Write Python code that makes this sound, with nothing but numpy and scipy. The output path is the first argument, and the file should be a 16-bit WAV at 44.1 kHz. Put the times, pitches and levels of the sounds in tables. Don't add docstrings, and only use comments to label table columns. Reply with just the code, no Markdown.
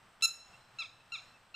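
import sys
import numpy as np
from scipy import signal
from scipy.fft import rfft, irfft
from scipy.io import wavfile
from scipy.ndimage import uniform_filter1d

SR = 44100
rng = np.random.default_rng(int(sys.argv[2]) if len(sys.argv) > 2 else 0)


def master(y):
    cut = np.clip(np.atleast_2d(y).T, -1, 1)
    pcm = np.round(cut * 32767)
    wavfile.write(sys.argv[1], SR, pcm.astype(np.int16))


N = 68355
SIDES = np.array([[1], [-1]])


def loud_note(t):
    # time_s, pitch_hz, gain_db, tilt_db_per_octave
    contour = [(0.225, 1324, -0.5, -0.5), (0.231, 1327, -1, -3), (0.234, 1340, 1, -4.5),
               (0.239, 1351, 4, -4), (0.241, 1374, -2, 3.5), (0.247, 1356, 1.5, -1),
               (0.255, 1357, -0.5, -1), (0.26, 1310, 8.5, -3.5)]
    # freq_hz, gain_db
    throat = [(1350, -22.5), (2700, -8.5), (4050, -3), (5400, -13.5), (6750, -11), (8100, -15.5),
              (9450, -22), (10800, -21.5), (12150, -22), (13500, -35.5), (14900, -29.5)]
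    # freq_hz, left_over_right_db, left_lead_rad
    pan = [(1350, 2.5, -.13), (2700, -2, .15), (4050, -2, .07), (5400, -5, .2), (6750, 4, -.1),
           (8100, 2, -.15), (10800, -2, .1), (15000, 1, .3)]
    start_s, level_db = .2227, -22.5
    pitch_hz, gain_db, tilt_db = curves(t, contour)
    env = undb(level_db + gain_db) * envelope(t - start_s, length_s=.032, release_s=.004)
    return syrinx(t, pitch_hz, env, throat, pan, tilt_db)


def drooping_notes(t):
    # start_s, length_s, top_hz, level_db, tilt_db_per_octave
    notes = [(0.7862, 0.03, 1349, -39.5, -2), (1.1198, 0.032, 1376, -41, -1.5),
             (1.5428, .04, 1372, -43, -4.5)]
    # age_s, below_top_hz, gain_db, tilt_db_per_octave
    contour = [(0, 19, 1, 0), (.011, 1, 2.5, 0), (.021, 20.7, 2.5, 2), (0.032, 107, 2.5, -5.5),
               (.038, 180, 4, -5), (0.049, 294.6, -4, -18.5)]
    # freq_hz, gain_db
    throat = [(1050, -22), (1350, -14.5), (2150, -10.5), (2450, -6), (2720, -3), (3400, -1), (3800, -0.5),
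              (4100, -4), (4700, -13), (5400, -17.5), (6000, -20.5), (6750, -20), (7400, -37), (8100, -30),
              (9500, -38.5), (15000, -47)]
    # freq_hz, left_over_right_db, left_lead_rad
    pan = [(1350, 0.74, 0), (2650, 0.46, 0.22), (4050, -0.015, -0.31), (5400, .4, -0.044),
           (6750, 2.8, 0.17), (8100, -2, 0)]
    # time_s, width_s, gain_db
    falters = [(0.807, 0.006, -11.5), (1.131, 0.0055, -21)]
    throw_db, throw_fade_s, throw_db_per_octave = 3, .044, 2
    direct = thrown = 0
    for start_s, length_s, top_hz, level_db, note_tilt_db in notes:
        age_s = t - start_s
        drop_hz, gain_db, tilt_db = curves(age_s, contour)
        pitch_hz = top_hz - drop_hz
        env = undb(level_db + gain_db) * envelope(age_s, length_s, release_s=.022)
        direct += syrinx(t, pitch_hz, env, throat, pan, tilt_db + note_tilt_db, falters)
        gape = 1 / (1 + (np.maximum(age_s, 0) / throw_fade_s) ** 4)
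        throw_env = env * gape * undb(throw_db)
        thrown += syrinx(t, pitch_hz, throw_env, throat, pan, tilt_db + throw_db_per_octave)
    return direct, thrown


def syrinx(t, pitch_hz, env, throat, pan, tilt_db, falters=()):
    jitter, rasp_db, shimmer_db_per_octave = .00348, -29, 1.05
    dispersion_rad, wander_rad = .25, .051
    phase = 2 * np.pi * np.cumsum(pitch_hz * (1 + jitter * walk(rate_hz=900.3))) / SR
    breath = noise([(200, -48), (700, -37.5)] + list(throat))
    rasp = undb(rasp_db) * breath * (1 + np.cos(phase)) * env
    out = np.array([rasp, rasp])
    on = env > undb(-80)
    falter_db = sum(db * np.exp(-((t[on] - time_s) / width_s) ** 2) for time_s, width_s, db in falters)
    for k in range(1, 13):
        hz = k * pitch_hz[on]
        shimmer_db = shimmer_db_per_octave * np.log2(k) * walk(rate_hz=148.43)[on]
        db = at(throat, hz) + tilt_db[on] * np.log2(max(k / 2, 1)) + shimmer_db
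        db = db + SIDES * at(pan, hz) / 2 + falter_db * (k == 3)
        wander = wander_rad * k * walk(rate_hz=70.2)[on]
        lead = SIDES * (at(pan, hz, column=2) / 2 + wander)
        smear = dispersion_rad * k ** 2
        out[:, on] += np.sqrt(2) * env[on] * undb(db) * np.cos(k * phase[on] + lead - smear)
    return out


def faint_tick(t):
    # freq_hz, gain_db
    spectrum = [(1000, -5.5), (3500, -0.5), (6000, -17), (14000, -27)]
    start_s, level_db, decay_s = .209, -51, .0081
    return undb(level_db) * noise(spectrum) * (t > start_s) * np.exp(-np.abs(t - start_s) / decay_s)


def reflections(voice):
    # delay_s, gain_db, left_over_right_db, right_lag_s
    echoes = [(.0072, -17.5, 1, .00002), (.0112, -23.5, 6, -.00003), (0.0343, -17.5, -0.5, -.00001),
              (0.0374, -20.5, -4.5, -.00002)]
    mono = voice.mean(axis=0)
    out = 0
    for delay_s, gain_db, pan_db, lag_s in echoes:
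        left = undb(pan_db / 2) * delayed(mono, delay_s)
        right = undb(-pan_db / 2) * delayed(mono, delay_s + lag_s)
        out += undb(gain_db) * np.array([left, right])
    return out


def yard(voice, t):
    # freq_hz, late_t60_s, gain_db
    bands = [(1340, 0.91, 2), (2700, 1.0, 0), (3930, 0.99, -1), (5330, 1, 5.5), (7000, 0.73, 3),
             (11000, .5, 2), (15000, 0.14, -0.5)]
    early_t60_s, gap_s, late_db, tail_db, side_per_khz = .26, .012, -14, -14.5, .053
    hz = np.fft.rfftfreq(N, 1 / SR)
    mid, side = rfft(rng.standard_normal((2, N)))
    width = np.clip(side_per_khz * hz / 1000, 0, 1)
    scatter = mid + width * side * SIDES
    tail = 0
    for (_, t60_s, gain_db), share in zip(bands, np.eye(len(bands))):
        weight = np.interp(hz, np.array(bands)[:, 0], share)
        decay = undb(-60 * t / early_t60_s) + undb(late_db - 60 * t / t60_s)
        tail += undb(gain_db) * irfft(scatter * weight, N) * decay
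    tail *= np.clip(t / gap_s - 1, 0, 1)
    tail *= undb(tail_db) / np.sqrt(np.sum(tail.mean(axis=0) ** 2))
    return signal.fftconvolve(voice.mean(axis=0)[None], tail, axes=1)[:, :N]


def far_peeps(t):
    # start_s, length_s, pitch_hz, level_db
    peeps = [(0.527, 0.038, 2727, -58), (1.0, 0.016, 2574, -62.5), (1.328, 0.051, 2630, -65)]
    jitter = .00814
    out = 0
    for start_s, length_s, pitch_hz, level_db in peeps:
        phase = 2 * np.pi * np.cumsum(pitch_hz * (1 + jitter * walk(rate_hz=200))) / SR
        env = np.sin(np.pi * np.clip((t - start_s) / length_s, 0, 1))
        out += np.sqrt(2) * undb(level_db) * env * np.sin(phase)
    return out


def outdoors():
    # freq_hz, relative_density_db
    spectrum = [(20, -5.5), (45, -9), (80, -8.5), (120, 0.5), (155, -8.5), (200, -8), (300, -13),
                (450, -13), (680, -7), (1100, -5.5), (1600, -7.5), (2200, -13), (2700, -12), (4000, -19),
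                (5500, -22), (7000, -29), (8200, -18), (9300, -34.5), (15000, -35.5)]
    # freq_hz, side_over_mid_db
    width = [(25, -12), (60, -10), (120, -20.5), (400, -24.5), (2000, -11.5), (6000, -10), (14000, -3.5)]
    level_db, waver_db = -63, 1.17
    mid, side = noise(spectrum), colour(noise(spectrum), width)
    return undb(level_db + waver_db * walk(rate_hz=8.3)) * (mid + side * SIDES)


def undb(db):
    return 10 ** (np.asarray(db) / 20)


def at(table, hz, column=1):
    columns = np.array(table, float).T
    return np.interp(np.log(np.maximum(hz, 1)), np.log(columns[0]), columns[column])


def curves(t, table):
    time_s, *columns = np.array(table, float).T
    return [np.interp(t, time_s, column) for column in columns]


def colour(x, table):
    return irfft(rfft(x) * undb(at(table, np.fft.rfftfreq(N, 1 / SR))), N)


def noise(spectrum):
    x = colour(rng.standard_normal(N), spectrum)
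    return x / x.std()


def walk(rate_hz):
    hold = max(int(SR / rate_hz), 1)
    drift = uniform_filter1d(rng.standard_normal(N)[np.arange(N) // hold], hold)
    return drift / drift.std()


def envelope(age_s, length_s, release_s, attack_s=.001):
    attack = 1 - np.exp(-np.maximum(age_s, 0) / attack_s)
    return attack * np.exp(-(np.maximum(age_s - length_s, 0) / release_s) ** 2)


def delayed(x, delay_s):
    size = 2 * N
    hz = np.fft.rfftfreq(size, 1 / SR)
    return irfft(rfft(x, size) * np.exp(-2j * np.pi * hz * delay_s), size)[:N]


def scene():
    t = np.arange(N) / SR
    soft_echo_db = 5
    loud = loud_note(t)
    soft, thrown = drooping_notes(t)
    space = reflections(loud + undb(soft_echo_db) * soft) + yard(loud + thrown, t)
    return loud + soft + space + faint_tick(t) + far_peeps(t) + outdoors()


def record(dry):
    cutoff_hz = 15500
    return signal.sosfilt(signal.ellip(10, .2, 80, cutoff_hz, fs=SR, output="sos"), dry)


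dry = scene()
out = record(dry)
master(out)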